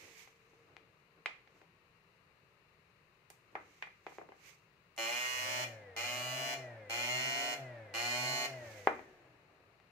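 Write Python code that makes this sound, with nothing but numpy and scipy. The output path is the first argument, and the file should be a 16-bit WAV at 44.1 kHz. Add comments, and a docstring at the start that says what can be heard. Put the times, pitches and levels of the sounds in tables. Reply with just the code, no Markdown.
"""Inverter on a workbench

A small, quiet room hums softly while a sleeve rustles (shaped noise) and a hand works a toggle switch
and knocks things on the bench (sharp blows that make it ring).
The inverter fires four bursts into a halogen lamp: trains of pulses through the ringing case,
buzzing at a pitch that creeps up. Its fan (tones and noise) spins up in each burst and coasts down after."""
import sys
import numpy as np
from scipy import signal
from scipy.fft import rfft, irfft, next_fast_len
from scipy.io import wavfile
from scipy.ndimage import uniform_filter1d, map_coordinates

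SR = 44100
rng = np.random.default_rng(int(sys.argv[2]) if len(sys.argv) > 2 else 0)


def persist_wave(psi):
    """Save psi, clipped to +-1, as 16-bit WAV."""
    counts = np.round(np.clip(psi, -1, 1) * 32767).astype(np.int16)
    wavfile.write(sys.argv[1], SR, np.atleast_2d(counts).T)


N = 437031

# colour of the room tone and hiss: (frequency [Hz], relative level per Hz [dB])
HISS_COLOUR = [(15, -41.5), (25, -20.5), (164, -6.5), (253, -21), (359, -15.5), (389, -12), (614, -17),
               (741, -20.5), (1170, -16), (1450, -21.5), (2770, -19), (3260, -35), (4040, -27.5),
               (5880, -41), (15500, -43)]
# which side the hiss leans to: (frequency [Hz], left minus right [dB])
HISS_BALANCE = [(60, -3.5), (110, 3), (200, -1), (380, 0.5), (700, 2), (1290, 13), (2380, 13), (4400, 14.5),
                (8120, 1), (15000, 7)]
# how alike spread-out sound is at two microphones: (frequency [Hz], left-right likeness [0 to 1])
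LIKENESS = [(60, 0.9), (140, 0.91), (330, 0.89), (640, 0.66), (1400, 0.0066), (3000, 0)]
# brushes of the sleeve: (time of peak [s], peak level [dB], swell time [s])
SLEEVE_BRUSHES = [(.02, -60, 0.1), (.21, -60.5, 0.031), (.55, -84, 0.072), (1.58, -80, 0.033),
                  (3.75, -73, 0.082), (4.14, -68, 0.042), (4.48, -59.5, 0.036), (8.75, -59.5, .115)]
# rubs of the hand over wires and bench: (time of peak [s], peak level [dB], swell time [s])
HAND_RUBS = [(.01, -65, .06), (.71, -69, 0.094), (1.19, -69.5, 0.019), (1.57, -71.5, 0.057),
             (3.6, -62.5, 0.055), (4.37, -72.5, 0.13), (8.68, -58, 0.048), (9.14, -67.5, .12),
             (9.7, -74.5, .25)]
# colour of the brushing cloth: (frequency [Hz], relative level per Hz [dB])
CLOTH_COLOUR = [(530, -25), (900, -11), (1420, -16), (2170, 0), (3300, -12), (5500, -12), (6270, -8.5),
                (9630, -24), (13400, -20.5), (15500, -27)]
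# colour of the rubbing hand: (frequency [Hz], relative level per Hz [dB])
HAND_COLOUR = [(30, -40), (100, 6.5), (180, -31), (270, 1.5), (500, 2), (800, -9), (1500, -8), (4000, -32),
               (15000, -57)]
# switch clicks and knocks: (time [s], level before colouring [dB], contact time [ms],
# tilt [dB per octave], rattle against the push [dB], left minus right [dB]);
# a tilt below 0 is a heavy thud, above 0 a light snap
BLOWS = [(0.079, -31, .2, -10, 11, 0), (0.275, -27.5, .33, -0.5, 10, 8), (0.533, -35, .2, -10, 13, 3),
         (.767, -24, .32, 1.8, -9, 11), (1.2594, -2.5, 0.38, 4.5, 13.5, -2),
         (1.475, -30.5, 0.33, 1.5, 9, 0), (1.616, -27, 0.35, -2.5, 6, 4), (3.3019, -23.5, .05, -2, 11, -2),
         (3.5535, -1, 0.58, 2, 17, .5), (3.8244, -8.5, 0.42, 6, 11.5, -.5), (3.871, -20, 0.52, 6, 12, 4),
         (4.066, -8, 0.35, -4, 15, 1), (4.12, -19, .7, 0, 18, 1), (4.1846, -11, 0.4, -6.5, 5, 0),
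         (4.214, -12, 0.76, -1.5, 25, 2), (4.289, -20.5, 0.27, -8, 18.5, 1),
         (4.32, -18.5, 0.5, -2.5, 16, 3), (4.964, -33, 0.1, 0, 27, -1), (8.8726, 15, 0.58, -2, 6, 1),
         (8.993, -16, 0.49, -2, 3, 8.5), (9.801, -33.5, 0.29, -1.7, -4, 7)]
# ring of the switch and bench top: (frequency [Hz], width [Hz], lift [dB])
BENCH_RING = [(358, 48, 1), (590, 81, -2.5), (782, 195, 7), (1130, 130, 1), (1450, 69, -2), (2056, 140, 8),
              (2400, 93, 8), (3640, 1600, -2.5), (7000, 1200, 4), (9500, 3000, 1.5)]
# the bench top gives off little bass: (frequency [Hz], gain [dB])
BENCH_LOW_END = [(50, -30), (170, -22), (270, -8), (400, 0.5)]
# how long the room rings: (frequency [Hz], time to fall by 60 dB [s])
ROOM_DECAY = [(120, 0.93), (500, 0.23), (2200, 0.35), (6000, 0.34), (14000, 0.32)]
# bursts of power: (on [s], off [s], level before colouring [dB], settled pulse rate [Hz],
# wait before the rate climbs [s], then the case resonance that the microphone's place favours:
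# frequency [Hz], width [Hz], lift [dB])
POWER_BURSTS = [(4.978, 5.64, -.5, 125.8, 0.078, 582, 36.8, 13),
                (5.9641, 6.539, -2, 125.5, 0.0012, 5700, 2190, 2.5),
                (6.897, 7.539, -1.54, 125, 0.00019, 2821, 120, 3.5),
                (7.9396, 8.464, -0.5, 123.9, 0.0035, 4460, 477, 6)]
# broad colour given off by the inverter case: (frequency [Hz], left [dB], right [dB])
CASE_SLOPE = [(120, -26, -23), (236, -18, -16), (333, -8, -7), (503, -16.5, -18.5), (646, 3.5, -10),
              (1030, -14.5, -27), (1710, -17.5, -12.5), (2540, -19, -6), (3940, -16, -27.5),
              (4960, -23.5, -11), (6330, -22, -9), (10030, -28.5, -25), (12500, -20.5, -25),
              (16300, -35.5, -23.5)]
# resonances of transformer and case: (frequency [Hz], width [Hz], left lift [dB], right lift [dB])
CASE_RESONANCES = [(542, 25, 11, 23), (817, 163, -1, 20), (1124, 163, 11, 18.5), (1290, 86, 0, 8.5),
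                   (1422, 210, 7, 11), (1872, 210, 9.5, 3.5), (2079, 150, 15, 14), (2175, 500, 9.5, -7),
                   (2460, 46, 10.5, 4.5), (2415, 101, 20.5, 10), (2520, 110, -13, 1), (2805, 90, 5.5, 6.5),
                   (2891, 159, 19, 9.5), (3047, 84, 10, 10.5), (3400, 440, -4, 11.5), (4212, 224, 11, 24.5),
                   (5250, 75, -9, 7), (6940, 97, -7, 12)]
# tones of the five-bladed fan: (multiple of the shaft rate [ratio],
# level at the fan's reference speed before the housing [dB], waver [rad])
FAN_PARTIALS = [(1.01, -50, 0.035), (2.022, -53, .08), (2.954, -60, 0.17), (3.97, -66.5, 0.33),
                (5.07, -50.5, 0.06), (6.04, -67, 0.32), (12.9, -66, 0.44), (15.97, -54.5, 0.38),
                (20.05, -55, 0.27), (23.1, -56, 0.63)]
# how the fan's tones get out of the housing: (frequency [Hz], gain [dB])
FAN_HOUSING = [(75, -19), (95, -4), (128, 0.5), (134, -1.5), (141, -17), (200, -15), (400, -1), (490, -1),
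               (700, 3), (1500, -18.5), (1800, -2), (2030, -0.5), (2250, -14), (2500, -10.5), (3000, -27)]
# colour of the fan's rushing air: (frequency [Hz], relative level per Hz [dB])
AIR_COLOUR = [(88, -49.5), (150, -31), (175, -60), (232, -17), (275, -17.5), (320, -15.5), (426, -11.5),
              (566, -3), (635, -1.5), (1120, -17), (1800, -8.5), (3070, -25), (14000, -51)]


def amp(db):
    """Turn decibels into a gain."""
    return 10 ** (np.asarray(db) / 20)


def unit(x):
    """Scale to an average strength (rms) of 1."""
    return x / np.sqrt(np.mean(x ** 2) + 1e-20)


def along(points, hz):
    """Read a curve of (frequency, value) points on a log frequency axis."""
    f, v = np.transpose(points)
    return np.interp(np.log(hz + 1), np.log(f + 1), v)


def clock():
    """The time of every sample in seconds."""
    return np.arange(N) / SR


def wobble(rate):
    """A smooth random curve through `rate` random points a second."""
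    points = rng.standard_normal(int(N * rate / SR) + 4)
    return map_coordinates(points, [np.arange(N) * rate / SR])


def filtered(x, response):
    """Give x a colour: multiply its spectrum by a function of frequency."""
    size = next_fast_len(N + SR // 2)
    spectrum = rfft(x, size) * response(np.fft.rfftfreq(size, 1 / SR))
    return irfft(spectrum, size)[..., :N]


def panned(db):
    """Left and right gains for a left-minus-right level in dB."""
    return amp(np.array([db, -db]).reshape(2, -1) / 2)


def bell(hz, centre, width):
    """The shape of one resonance, 1 at its centre."""
    return 1 / (1 + (2 * (hz - centre) / width) ** 2)


def diffuse(size):
    """White noise at two close microphones: alike in the bass, unrelated in the treble."""
    likeness = along(LIKENESS, np.fft.rfftfreq(size, 1 / SR))
    turn = np.arccos(np.clip(likeness, -1, 1)) / 2
    noise = rfft(rng.standard_normal((2, size)))
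    mid, side = irfft(noise * [np.cos(turn), np.sin(turn)], size)
    return np.array([mid + side, mid - side])


def rush(spectrum):
    """Coloured stereo noise of rms 1."""
    noise = diffuse(next_fast_len(N))[:, :N]
    return unit(filtered(noise, lambda hz: amp(along(spectrum, hz))))


def background(hiss_db=-70, whine_hz=458, whine_db=-73, fade_start_s=0.65, fade_db_per_s=8.5):
    """Room tone and microphone hiss are steady noise; a faint, wavering whine fades early on."""
    hiss = amp(hiss_db) * filtered(rush(HISS_COLOUR), lambda hz: panned(along(HISS_BALANCE, hz)))
    t = clock()
    level_db = whine_db - fade_db_per_s * np.maximum(t - fade_start_s, 0) + 3 * wobble(12)
    whine = np.sin(2 * np.pi * whine_hz * t + 2.0 * wobble(25))
    return hiss + amp(level_db) * whine


def strokes(rows):
    """Loudness of a series of movements: each swells to its peak and sinks again."""
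    t, gain = clock(), np.zeros(N)
    for peak_s, db, swell_s in rows:
        fade = np.exp(-np.abs(t - peak_s) / swell_s)
        gain += amp(db) * 2 * fade / (1 + fade ** 2)  # a rounded top with even flanks
    return gain


def sleeve(resting_db=-86):
    """Cloth brushes unevenly as the arm moves and is never quite still; the hand rubs dully."""
    brushing = (strokes(SLEEVE_BRUSHES) + amp(resting_db)) * amp(0.84 * wobble(70))
    cloth = brushing * rush(CLOTH_COLOUR) * panned(-7.5)
    rubbing = strokes(HAND_RUBS) * amp(2.8 * wobble(35))
    return cloth + rubbing * rush(HAND_COLOUR)


def struck(colour, rattle_db, t60, size=8192):
    """Stereo answer to one blow: a sharp push and a short rattle, with the given dB colour."""
    t = np.arange(size) / SR
    smear = diffuse(size) * amp(-60 * t / t60)
    smear *= amp(rattle_db) / np.linalg.norm(smear[0])
    smear[:, 0] += 1  # the push
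    scatter = rfft(smear)
    # dividing by the smoothed ripple lets the rattle spread the blow in time but keep its colour
    power = uniform_filter1d(np.abs(scatter) ** 2, size=5, axis=-1)
    ripple = np.sqrt(np.abs(power) + 1e-9)
    # minimum phase: the colouring puts no sound ahead of the blow
    wanted = amp(colour(np.fft.rfftfreq(size, 1 / SR))) / ripple
    cepstrum = irfft(np.log(wanted)) * (1 + np.sign(np.arange(size)))
    shaping = np.exp(rfft(cepstrum[:, :size // 2], size))
    return irfft(scatter * shaping)[:, :size // 2]


def blow_colour(hz, contact_ms, tilt_db, steepness=7.56, crack_db=-48.5):
    """dB of a blow: tilted by its weight, duller the longer the contact, down to a faint crack."""
    reach_hz = 1000 / contact_ms  # the blow's power falls off above this
    octaves = np.log2(np.clip(hz, 400, reach_hz) / 1000)
    softness = 10 * np.log10(1 / (1 + (hz / reach_hz) ** steepness) + amp(crack_db) ** 2)
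    ring = sum(lift * bell(hz, centre, width) for centre, width, lift in BENCH_RING)
    return tilt_db * octaves + softness + ring + along(BENCH_LOW_END, hz)


def taps():
    """Switch snaps and knocks ring the same bench, each with its own weight, hardness and rattle."""
    out = np.zeros((2, N + SR))
    for time_s, db, contact_ms, tilt_db, rattle_db, pan_db in BLOWS:
        blow = struck(lambda hz: blow_colour(hz, contact_ms, tilt_db), rattle_db, t60=0.045)
        start = round(time_s * SR)
        out[:, start:start + blow.shape[1]] += amp(db) * blow * panned(pan_db)
    return out[:, :N]


def room(x):
    """The room's echo: a tail of noise in which each frequency dies at its own speed."""
    hz, t, z = signal.stft(diffuse(SR // 2), SR, nperseg=256)
    decay = amp(-60 * t / along(ROOM_DECAY, hz)[:, None])
    tail = signal.istft(z * decay, SR, nperseg=256)[1]
    tail *= 1 - np.exp(-np.arange(tail.shape[1]) / SR / 0.0029)  # a soft start, time constant in s
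    return signal.oaconvolve(x, tail / np.linalg.norm(tail[0]), axes=1)[:, :N]


def pulses(times, sizes, count=8):
    """Sharp pulses at exact times, even between samples, drawn with a windowed sinc."""
    at = times[:, None] * SR
    index = at.astype(int) + np.arange(-count, count + 1)
    window = np.cos(np.pi * (index - at) / (2 * count + 2)) ** 2
    shape = np.sinc(index - at) * window
    return np.bincount(index.ravel(), (sizes[:, None] * shape).ravel(), N)[:N]


def case_colour(hz):
    """Left and right dB of the case: a broad slope with its resonances on top."""
    shell = np.array(CASE_SLOPE)
    slope = np.array([along(shell[:, [0, 1]], hz), along(shell[:, [0, 2]], hz)])
    lifts = sum(np.array([[left], [right]]) * bell(hz, centre, width)
                for centre, width, left, right in CASE_RESONANCES)
    return slope + lifts + along([(20, -39), (100, 0)], hz)  # the last curve thins the deep bass


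def sizzle(train, db, t60):
    """Loose parts chatter after every pulse: fresh noise that dies away quickly."""
    fade = amp(-60 * np.arange(SR // 20) / SR / t60) ** 2
    power = np.abs(signal.oaconvolve(train ** 2, fade / fade.sum())[:N])
    return amp(db) * np.sqrt(power) * rng.standard_normal(N)


def inverter(jitter_s=1.2e-5, scatter_db=0.03, first_db=-3, waver_hz=0.11, sag_hz=12.1, settle_s=.084):
    """Every current pulse jolts the transformer; the rate starts low and climbs until it settles."""
    t, out = clock(), np.zeros((2, N))
    waver = waver_hz * wobble(14)
    for on, off, db, settled_hz, wait, favoured_hz, width_hz, lift_db in POWER_BURSTS:
        live = (t >= on) & (t < off)
        sag = sag_hz * np.exp(-np.maximum(t[live] - on - wait, 0) / settle_s)
        rate = waver[live] + settled_hz - sag
        cycles = np.cumsum(rate) / SR
        times = np.interp(np.arange(int(cycles[-1]) + 1), cycles, t[live])  # one pulse per whole cycle
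        chance = rng.standard_normal(size=(128, 2))[:len(times)]
        sizes_db = db + scatter_db * chance[:, 1] + first_db * (times == times[0])
        train = pulses(times + jitter_s * chance[:, 0], amp(sizes_db))
        chatter = sizzle(train, db=-14, t60=.012)
        chatter_colour = [(300, -24.0), (1200, 5.0), (3000, -7)]  # (frequency [Hz], gain [dB])
        train = train + filtered(chatter, lambda hz: amp(along(chatter_colour, hz)))
        colour = lambda hz: case_colour(hz) + lift_db * bell(hz, favoured_hz, width_hz)
        # sound paths change as the microphone moves: blend from one random answer to another
        turn = np.pi / 2 * np.clip((t - on) / (off - on), 0, 1)
        for share in (np.cos(turn), np.sin(turn)):
            answer = struck(colour, rattle_db=16, t60=0.057)
            out += signal.oaconvolve((train * share)[None], answer, axes=1)[:, :N]
    return out


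def fan_speed(full_hz=157, spin_up_s=.44, coast_s=1.04):
    """Turns per second: climbing towards full speed under power, dying away without it."""
    t, speed = clock(), np.zeros(N)
    for on, off, *_ in POWER_BURSTS:
        at_on = speed[int(on * SR)]
        rising = full_hz + (at_on - full_hz) * np.exp(-np.abs(t - on) / spin_up_s)
        speed = np.where(t >= on, rising, speed)
        at_off = speed[int(off * SR)]
        speed = np.where(t >= off, at_off * np.exp(-np.abs(t - off) / coast_s), speed)
    return speed


def fan(reference_hz=138, air_power=2.4, air_db=-52):
    """Shaft and blade tones glide through the housing's resonances over rushing air, louder with speed."""
    speed = fan_speed()
    angle = 2 * np.pi * np.cumsum(speed) / SR
    tones = np.zeros(N)
    for order, db, waver in FAN_PARTIALS:
        level_db = db + along(FAN_HOUSING, order * speed) + 1.8 * wobble(18)
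        tones += amp(level_db) * np.sqrt(2) * np.sin(order * angle + waver * wobble(49))
    pace = speed / reference_hz  # levels hold as set where this is 1
    air = amp(air_db) * rush(AIR_COLOUR) * pace ** air_power
    return (tones * pace ** 3 + air) * panned(1.7)


def scene():
    """Machine and hand sounds together; the buzz and the blows also echo in the room."""
    buzz, clicks = inverter(), taps()
    echoes = amp(-5.5) * room(buzz) + amp(-6.5) * room(clicks)
    return background() + sleeve() + clicks + buzz + echoes + fan()


def record(dry, top_hz=15600):
    """The microphone keeps nothing above its band limit."""
    return filtered(dry, lambda hz: hz < top_hz)


dry = scene()
out = record(dry)
persist_wave(out)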